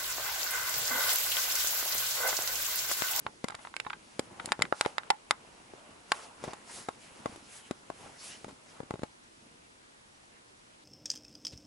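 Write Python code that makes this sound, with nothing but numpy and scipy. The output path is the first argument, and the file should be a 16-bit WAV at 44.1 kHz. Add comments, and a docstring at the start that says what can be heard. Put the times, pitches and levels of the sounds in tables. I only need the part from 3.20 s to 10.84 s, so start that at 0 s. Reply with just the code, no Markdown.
"""A camera case clicks sharply and knocks dully, unevenly, as someone shifts about in snow by a pine forest.
Each click is a noisy burst coloured by its ring, its own modes and the case modes; a short dull tail follows.
Snow scuffs and cloth swishes are banded noise under level swells; snow grains ring briefly, cloth ribs zip.
Behind lie still winter air and a faint hiss, as steady banded noise.
The clicks grow sparser, then a last cluster of dull knocks comes and they stop."""
import sys
import numpy as np
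from scipy import signal
from scipy.fft import rfft, irfft
from scipy.io import wavfile
from scipy.ndimage import uniform_filter1d

SR = 44100
rng = np.random.default_rng(int(sys.argv[2]) if len(sys.argv) > 2 else 0)


def store_wav(level_fs):
    """Save 16-bit WAV to argv[1]."""
    pcm = np.round(np.clip(np.atleast_2d(level_fs), -1, 1) * 32767)
    wavfile.write(sys.argv[1], SR, pcm.T.astype(np.int16))


N = 336911

# left-right correlation of close snow and cloth: (frequency [Hz], correlation [-1..1])
NEAR_CORRELATION = [(100, 0.9), (400, 0.72), (1000, 0.22), (3000, 0.62), (9000, 0.9)]
SIDES = np.array([[1], [-1]])   # left, right


def from_db(db):
    """Decibels to gain."""
    return 10 ** (np.asarray(db) / 20)


def rms_one(x):
    """Scale to rms 1."""
    return x / np.sqrt(np.mean(x ** 2) + 1e-20)


def at_hz(points, hz):
    """Interpolate (Hz, value) points on a log-frequency axis."""
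    known_hz, values = np.transpose(points)
    return np.interp(np.log(hz), np.log(known_hz), values)


def flutter(per_s):
    """Random curve of rms 1, linear between per_s knots a second."""
    position = np.arange(N) / SR * per_s
    knots = rng.standard_normal(int(N / SR * per_s) + 2)
    return rms_one(np.interp(position, np.arange(len(knots)), knots))


def stereo(mid, side, correlation):
    """Mix two unrelated sounds to a left-right pair of given correlation."""
    correlation = np.clip(correlation, -1, 1)
    return np.sqrt((1 + correlation) / 2) * mid + np.sqrt((1 - correlation) / 2) * side * SIDES


def banded_noise(colour, correlation, patchy_db, patches_per_s):
    """Stereo noise in half-octave bands, each flickering on its own; rms 1."""
    edges_hz = np.geomspace(22, 12500, 19)
    white = rng.standard_normal((2, 2, N))   # neighbouring bands use different noise
    out = 0
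    for k, (low_hz, high_hz) in enumerate(zip(edges_hz, edges_hz[1:])):
        band = signal.butter(2, [low_hz, high_hz], "band", fs=SR, output="sos")
        mid, side = signal.sosfilt(band, white[k % 2])
        hz = np.sqrt(low_hz * high_hz)
        gain = from_db(at_hz(colour, hz) + patchy_db * flutter(patches_per_s))
        out = out + gain * stereo(mid, side, at_hz(correlation, hz))
    return rms_one(out)


def resonance(f, hz, width_hz, db):
    """Response of a ringing mode that peaks db above its surroundings."""
    return 1 + (from_db(db) - 1) / (1 + 1j * (f * f - hz * hz) / (f * width_hz))


def causal(gain):
    """Minimum-phase response with this gain: no sound before the onset."""
    cepstrum = irfft(np.log(gain))
    half = len(cepstrum) // 2
    cepstrum[1:half] *= 2
    cepstrum[half + 1:] = 0
    return np.exp(rfft(cepstrum))


def swell_db(peak_s, rise_s, fall_s):
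    """A move swells to a rounded peak and dies away."""
    drop_db, roundness = 10.5, 1.55   # drop one rise before and one fall after the peak
    t = np.arange(N) / SR - peak_s
    away = np.maximum(-t / rise_s, t / fall_s)
    return -drop_db * np.minimum(away, 10) ** roundness


def effort_db(moves, *rest_db):
    """One level curve per dB column of the moves, which add in power over a restless rustle."""
    # faint rustle under the moves, sinks once the person stands still: (time [s], level [dB])
    restless = [(0, 0), (2, -.5), (3.5, 4.5), (5.6, 0), (5.95, -2), (6.4, -2.5), (6.8, -2), (7.6, -3)]
    known_s, known_db = np.transpose(restless)
    restless_db = np.interp(np.arange(N) / SR, known_s, known_db)
    power = np.outer(from_db(rest_db), from_db(restless_db)) ** 2
    for peak_s, rise_s, fall_s, *level_db in moves:
        swell = from_db(swell_db(peak_s, rise_s, fall_s))
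        power = power + np.outer(from_db(level_db), swell) ** 2
    return 10 * np.log10(power)


def still_air():
    """Far murmur of air in the trees under a faint even hiss: steady noise."""
    # spectrum: (frequency [Hz], relative density [dB per Hz])
    air_colour = [(15, -39), (25, -14), (128, -13.5), (156, -14.5), (229, -11.5), (274, -9), (456, -12),
                  (819, -12.5), (1710, -14), (2330, -19), (3160, -18), (10200, -26), (11000, -32),
                  (14300, -53), (22000, -120)]
    # left-right correlation: (frequency [Hz], correlation [-1..1])
    air_correlation = [(60, 0.79), (170, 0.82), (490, -0.82), (1410, -0.93), (4040, -0.32), (11600, 0.55)]
    return from_db(-59) * banded_noise(air_colour, air_correlation, patchy_db=0.25, patches_per_s=6)


def boot_rub(rub_db):
    """Low rubbing as weight shifts: noise under the effort curve."""
    # spectrum: (frequency [Hz], relative density [dB per Hz])
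    rub_colour = [(25, -26), (60, -6), (130, -2), (260, -0.5), (450, -5), (800, -19.5), (2000, -27)]
    noise = banded_noise(rub_colour, NEAR_CORRELATION, patchy_db=-0.5, patches_per_s=49)
    return from_db(rub_db + 2.0 * flutter(70)) * noise


def snow_scuff(scuff_db):
    """Grainy scuffing: noise whose level flutters fast."""
    # spectrum: (frequency [Hz], relative density [dB per Hz])
    scuff_colour = [(200, -15), (450, -1.5), (700, 4), (980, 4), (1300, -0.5), (1700, -7.5), (2300, -1.5),
                    (4000, -24)]
    noise = banded_noise(scuff_colour, NEAR_CORRELATION, patchy_db=1.5, patches_per_s=18)
    return from_db(scuff_db + 0.98 * flutter(250)) * noise


def crunch_and_folds(scuff_db, weave_db):
    """Bright crunch of hard-pressed snow and rasp of cloth folds: one noise, powers added."""
    # spectrum: (frequency [Hz], relative density [dB per Hz])
    rasp_colour = [(700, -20), (1400, -2), (2200, -3), (2900, -1.5), (3900, -8.5), (5500, -5), (8000, -20)]
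    folds_db, folds_limit_db = 1.5, -54   # folds over weave; weave level where they level off
    peak_crunch_db, growth, grain_db = -57, 2.6, 5   # growth: dB of crunch per dB of scuff
    folds_level_db = weave_db + folds_db - 10 * np.log10(1 + from_db(weave_db - folds_limit_db) ** 2)
    crunch_db = peak_crunch_db + growth * (scuff_db - np.max(scuff_db)) + grain_db * flutter(370)
    noise = banded_noise(rasp_colour, NEAR_CORRELATION, patchy_db=3.5, patches_per_s=24)
    return np.hypot(from_db(folds_level_db), from_db(crunch_db)) * noise


def cloth_weave(weave_db):
    """Smooth bright swish of sliding cloth: high noise."""
    # spectrum: (frequency [Hz], relative density [dB per Hz])
    weave_colour = [(1500, -36), (3200, -0.5), (4500, -2), (5500, 0.5), (7500, 2.5), (9500, 3.5),
                    (11500, 2)]
    noise = banded_noise(weave_colour, NEAR_CORRELATION, patchy_db=0.5, patches_per_s=18)
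    return from_db(weave_db) * noise


def movement(rub_db, scuff_db):
    """Boots on snow follow their effort curves, cloth follows its own swishes."""
    # jacket cloth slides: (peak [s], rise [s], fall [s], level [dB])
    swishes = [(0.43, 0.04, 0.075, -59), (0.98, 0.21, 0.13, -65.5), (1.28, 0.11, 0.071, -60),
               (1.6, 0.061, 0.078, -54), (1.67, 0.057, 0.061, -58), (2.96, 0.053, 0.054, -53),
               (3.03, .05, 0.059, -56.5), (3.25, 0.039, 0.055, -58), (3.56, 0.072, 0.08, -45.5),
               (3.82, 0.028, 0.13, -60.5), (3.98, 0.037, .03, -63), (4.12, .1, 0.12, -61.5),
               (4.37, 0.082, 0.043, -50), (4.47, 0.055, 0.025, -60), (4.8, 0.068, 0.27, -61),
               (5.06, 0.056, 0.077, -45), (5.17, 0.051, 0.13, -62), (5.54, 0.096, 0.078, -65.5)]
    weave_db, = effort_db(swishes, -69.5)
    snow = boot_rub(rub_db) + snow_scuff(scuff_db)
    return snow + crunch_and_folds(scuff_db, weave_db) + cloth_weave(weave_db)


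def settling_snow(rub_db, per_s, level_db, size_spread_db, cycles, count=12):
    """Small dull grains give way under the boot, more and louder as it presses harder; each rings briefly."""
    pressure = from_db(rub_db - np.max(rub_db))   # per_s holds at pressure 1
    chance, size, sign = rng.random(N), rng.standard_normal(N), rng.choice([-1, 1], N)
    grain_gain = from_db(rub_db + level_db + size_spread_db * np.clip(size, -2, 2))
    grains = (chance < per_s * pressure / SR) * sign * grain_gain
    resonator = rng.integers(0, count, N)
    out = 0
    for k, hz in enumerate(np.geomspace(220, 1200, count)):
        r = from_db(-60 * hz / (cycles * SR))   # 60 dB down after this many cycles
        w = 2 * np.pi * hz / SR
        struck = grains * (resonator == k) + 1e-18
        out = out + signal.lfilter([0, np.sin(w)], [1, -2 * r * np.cos(w), r * r], struck)
    return out


def click_settings(f):
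    """Snaps, ticks and knocks as (s, colour dB, ring Hz, undamped width Hz, ring dB, rattle ms, pan dB)."""
    # Ring widths are before the extra damping of high rings; pan is left over right.
    # bright snaps of the handled case: (time [s], level [dB], bass [dB], treble [dB], ring [Hz],
    # ring width [Hz], ring height [dB], rattle time [ms], pan [dB])
    snaps = [(0.2844, -8, 0, 11.5, 965, 174, 16, 1.2, 0.5), (0.3052, -19, -4, 10, 960, 180, 18, 1.5, -9),
             (0.35, -6, -12, 3, 1000, 74, 8, 1.6, -1), (0.5656, -4, 0, 4, 2530, 220, 13.5, 1.1, -5.5),
             (0.5999, 0.5, -4, -0.5, 2590, 160, 12.5, 1.7, -6), (0.7, -6, -20, -7, 2820, 120, 13, 0.91, 0),
             (0.994, -1, 20.5, 10.5, 310, 140, 12, 1.7, 0.5),
             (1.258, -11.5, -6, 19, 8000, 900, 6.5, 1.3, -1.5), (1.3202, 13, 1, -3, 940, 145, 3, 0.63, 1),
             (1.3251, 0.5, -20, 2.5, 910, 152, 4, 1.1, 5),
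             (1.4211, 12.5, -14, 4.5, 2170, 70, 6.5, 1.4, -1.5),
             (1.525, 1.5, 16, -15, 910, 466, 14, 0.73, -2.5),
             (1.6105, 9.5, 5.5, 6.5, 1350, 200, 8.5, 1.23, 1.5),
             (1.661, 2.5, 18.5, -3.5, 576, 250, 9, 0.88, -4.5),
             (1.782, 12, -13, -12, 1540, 300, -1, 1.2, -3.5), (1.903, 12, 1, 3, 851, 35, 19.5, 1.45, -0.5),
             (2.1091, 13, -1.5, 3, 1100, 160, 8.5, 1.4, 1),
             (2.9188, 15, -2.5, -3.5, 1010, 130, 5.5, 1.57, 3.5)]
    # small hollow ticks of the case: (time [s], level [dB], bass [dB], ring [Hz], rattle time [ms], pan [dB])
    ticks = [(0.0648, 4, 11, 813, 2.3, 1), (0.2996, -6, 11, 850, 2.7, 0), (0.3204, -9.5, 11, 900, 3.3, 2),
             (0.345, -8, 14, 830, 1.8, 1), (0.389, -13.5, -4, 855, 6, 4), (0.45, -7, 8, 880, 1.7, 2),
             (0.4718, -7.5, 0, 905, 1.1, -1), (0.5406, -5, -16, 877, 0.72, -1),
             (0.649, -10.5, -6, 863, 2, -7), (0.6649, -3, 14, 930, 3, -1.5),
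             (0.7039, 1, -13, 904, 1.4, -3.5), (0.731, 1, -22, 925, 2.2, -3), (1.1982, 2, -28, 860, 2, 5.5),
             (1.2889, -8.5, -14, 925, 2.2, 11), (1.4008, -9, -8, 940, 1.1, -9),
             (1.4527, -2, -21, 727, 1.5, -5), (1.649, -1.5, -4, 885, 4.1, 15),
             (1.8337, -9, -13, 720, 1.3, -2)]
    # dull knocks on the camera case: (time [s], level [dB], tilt [dB per octave], ring [Hz],
    # ring height [dB], rattle time [ms])
    knocks = [(0.2423, 12, 1.3, 297, 6.5, 1.9), (1.2453, -5, -3.5, 713, 7, 5),
              (1.2769, -4.5, -2, 875, 12, 2.4), (1.3924, 6.5, -1, 820, 4.5, 1.1), (1.41, 5, 0, 800, 7, 13),
              (1.441, -4.5, 0, 250, 13, 2), (2.5364, -18, 1, 500, 23.5, 0.44),
              (3.2393, 5.5, 1.5, 675, 9.5, 3.5), (3.2783, 7, -1.5, 1000, 7, 8.7),
              (3.3332, 0.5, 2.5, 850, 8.5, 3.9), (3.6865, 7, 0.95, 940, 13.5, 2.3),
              (4.0585, 10, -0.2, 920, 12.5, 1.8), (4.16, -15, 5, 355, 19.5, 1.7),
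              (4.51, 10.5, 0.65, 325, 9, 2.35), (4.7016, 0, 0.5, 840, 16, 1.4),
              (5.2452, 1, 0.8, 980, 7.5, 1.2), (5.282, -1.5, 1, 1030, 5, 13),
              (5.6032, 2, -1.9, 810, 11.5, 1.6), (5.6321, -5, -0.5, 372, 8, 3.4),
              (5.708, 10, -1, 1170, 7.5, 1.4), (5.7393, 6.5, -2.2, 520, 4.5, 1.7),
              (5.7566, -6.5, -1, 860, 10.5, 1.3), (5.7934, -1, -1, 181, 4, 1.5),
              (5.8202, -3.5, -0.5, 180, 10, 1.3), (5.8334, 12, -0.8, 576, 3.5, 2.7)]
    # base spectrum of each kind: (frequency [Hz], gain [dB])
    snap_colour = [(110, -7), (250, -9.5), (600, -0.5), (1400, 0), (2100, -3.5), (3100, -9), (5000, -10.5),
                   (6200, -19), (7600, -14), (10000, -17.5)]
    tick_colour = [(110, -3), (250, -15.5), (600, -10.5), (1400, -0.5), (3500, -15), (9000, -44)]
    knock_colour = [(110, 5.5), (250, 1.5), (600, -4), (1400, -14), (3500, -27.5), (9000, -31)]
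    tick_width_hz, tick_ring_db = 110, 15
    knock_q, knock_pan_db, knock_pivot_hz = 2.96, 1.3, 500

    def tone_db(bass_db, treble_db):
        return at_hz([(250, bass_db), (1440, 0), (9100, treble_db)], f)

    for s, db, bass_db, treble_db, *ring_rattle_pan in snaps:
        colour_db = at_hz(snap_colour, f) + db + tone_db(bass_db, treble_db)
        yield s, colour_db, *ring_rattle_pan
    for s, db, bass_db, ring_hz, rattle_ms, pan_db in ticks:
        colour_db = at_hz(tick_colour, f) + db + tone_db(bass_db, 0)
        yield s, colour_db, ring_hz, tick_width_hz, tick_ring_db, rattle_ms, pan_db
    for s, db, tilt_db, ring_hz, ring_db, rattle_ms in knocks:
        octaves = np.log2(np.maximum(f, 110) / knock_pivot_hz)
        colour_db = at_hz(knock_colour, f) + db + tilt_db * octaves
        yield s, colour_db, ring_hz, ring_hz / knock_q, ring_db, rattle_ms, knock_pan_db


def click_burst(f, rattle_ms, clean_ms, rattle_hz, correlation, grain_db):
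    """One sudden push and a noisy rattle that swells and trails off; flat over broad bands."""
    size = 2 * (len(f) - 1)
    age = 1000 * np.arange(size) / SR / rattle_ms
    envelope = np.sqrt(age) / (1 + (0.95 * age) ** 2) ** (3 / 2)
    mid, side, grain = rng.standard_normal((3, size))
    rattle = stereo(mid, side, correlation) * from_db(grain_db * grain) * envelope
    rattle = rfft(rattle / np.sqrt(np.sum(rattle ** 2, axis=1, keepdims=True)))
    clean = np.exp(-rattle_ms / clean_ms)   # power left in the sudden push; less in long rattles
    treble = 1 / (1 + rattle_hz / (1j * f))   # bass is a single push, only treble rattles
    push = (1 - treble) + treble * (np.sqrt(clean) + np.sqrt(1 - clean) * rattle)
    power = np.mean(np.abs(push) ** 2, axis=0)
    return push / causal(np.sqrt(uniform_filter1d(power, size=70)))


def click_modes(f, low_hz, high_hz, q, lift_db, count=5):
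    """Each click has a few random modes of its own; broad-band level is evened out."""
    steps = (np.arange(count) + rng.random(count)) / count
    modes_hz = low_hz * (high_hz / low_hz) ** steps
    response = np.prod([resonance(f, hz, hz / q, lift_db) for hz in modes_hz], axis=0)
    return response / causal(np.sqrt(uniform_filter1d(np.abs(response) ** 2, size=260)))


def case_clicks(size=8192):
    """Every click has its own colour and ring and excites the fixed modes of the camera case."""
    # case modes, the narrow ones ring on: (frequency [Hz], width [Hz], height [dB])
    case_modes = [(850, 25, 3), (1090, 36, 3), (1388, 36, 3), (2175, 400, 4.5), (3770, 640, 7),
                  (3760, 45, 2.5), (4850, 330, 3.5), (5250, 55, 3), (7260, 460, 7.5)]
    f = np.arange(size // 2 + 1) * SR / size + 1
    case = np.prod([resonance(f, *mode) for mode in case_modes], axis=0)
    bass_cut_hz, level_db, lag_spread_samples, ring_split_widths = 133, -1.0, 1.0, -0.66
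    case = case * from_db(level_db) / (1 + bass_cut_hz / (1j * f)) ** 2
    out = np.zeros((2, N + size))
    for s, colour_db, ring_hz, undamped_hz, ring_db, rattle_ms, pan_db in click_settings(f):
        width_hz = undamped_hz + (ring_hz / 260) ** 2   # high rings are damped more
        pair_hz = ring_hz + ring_split_widths * width_hz * SIDES   # a close pair, one to each side
        ring = resonance(f, pair_hz, width_hz, ring_db)
        burst = click_burst(f, rattle_ms, clean_ms=0.92, rattle_hz=436, correlation=0.36, grain_db=7.5)
        colour = causal(from_db(colour_db)) * click_modes(f, low_hz=1499, high_hz=7430, q=24, lift_db=6.0)
        sound = irfft(burst * colour * ring * case) * from_db(SIDES * pan_db / 2)
        lags = np.abs(rng.standard_normal(2)) * lag_spread_samples
        for channel, lag in enumerate(lags):
            start = int(s * SR + lag)
            out[channel, start:start + size // 2] += sound[channel, :size // 2]
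    return out[:, :N]


def ring_tail(x, t60_s, low_hz, high_hz):
    """A short, dull ringing tail follows each click: convolution with decaying band noise."""
    t = np.arange(SR // 2) / SR
    tail = rng.standard_normal((2, len(t))) * from_db(-60 * t / t60_s)
    tail = tail / np.sqrt(np.sum(tail ** 2, axis=1, keepdims=True))
    band = signal.butter(2, [low_hz, high_hz], "band", fs=SR, output="sos")
    return signal.fftconvolve(x, signal.sosfilt(band, tail), axes=1)[:, :N]


def cloth_zip(flutter_per_s):
    """Cloth ribs zip over each other: narrow noise around a gliding pitch."""
    # (peak [s], rise [s], fall [s], pitch at peak [Hz], glide [Hz per s], level [dB])
    zips = [(4.46, 0.055, 0.027, 3040, -3000, -60.5), (5.13, .1, 0.043, 2885, 5999.5, -55.5)]
    out = 0
    for peak_s, rise_s, fall_s, hz, glide, level_db in zips:
        pitch_hz = hz + glide * np.clip(np.arange(N) / SR - peak_s, -2 * rise_s, 2 * fall_s)
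        phase = 2 * np.pi * np.cumsum(pitch_hz) / SR
        mid, side = [flutter(flutter_per_s) * np.cos(phase) + flutter(flutter_per_s) * np.sin(phase)
                     for _ in range(2)]
        gain = from_db(level_db + swell_db(peak_s, rise_s, fall_s))
        out = out + gain * stereo(mid, side, correlation=0.84)
    return out


def scene():
    """Close case clicks with their short tail, over movement and air."""
    # a boot shifts its weight: (peak [s], rise [s], fall [s], low rub [dB], snow scuff [dB])
    shifts = [(0.04, 0.087, 0.2, -61.5, -76), (0.42, 0.035, .08, -64.5, -60), (0.67, 0.14, 0.25, -62, -77),
              (1.05, 0.063, 0.19, -58.5, -67), (1.28, 0.28, 0.13, -59, -53), (1.48, 0.095, 0.029, -52, -72),
              (1.67, 0.11, 0.074, -63, -49), (1.85, 0.19, 0.16, -63.5, -57), (2.22, 0.17, 0.67, -66, -61),
              (2.68, 0.33, .25, -64, -60.5), (2.98, 0.071, 0.12, -67, -48), (3.28, 0.1, 0.1, -55.5, -49.5),
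              (3.58, 0.17, 0.088, -61, -54.5), (4.1, 0.21, 0.12, -57, -54.5), (4.38, 0.18, 0.056, -74, -62),
              (4.62, 0.17, 0.2, -69, -77), (4.86, 0.14, 0.093, -56.5, -54.5),
              (5.08, 0.092, 0.12, -61.5, -55.5), (5.28, .1, .08, -58, -64),
              (5.56, 0.13, 0.13, -65.5, -57.5), (5.74, .12, 0.13, -63, -80), (6.3, 0.19, 0.24, -66.5, -75)]
    rub_db, scuff_db = effort_db(shifts, -68.5, -65.5)
    grains = settling_snow(rub_db, per_s=55, level_db=10.5, size_spread_db=3.5, cycles=10)
    near = case_clicks()
    tail = from_db(-12.5) * ring_tail(near, t60_s=0.11, low_hz=650, high_hz=2000)
    moves = movement(rub_db, scuff_db) + cloth_zip(flutter_per_s=400)
    return still_air() + moves + grains + near + tail


def record(dry):
    """Steep elliptic low-pass at 11.1 kHz."""
    return signal.sosfilt(signal.ellip(12, 0.2, 75, 11100, fs=SR, output="sos"), dry)


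dry = scene()
out = record(dry)
store_wav(out)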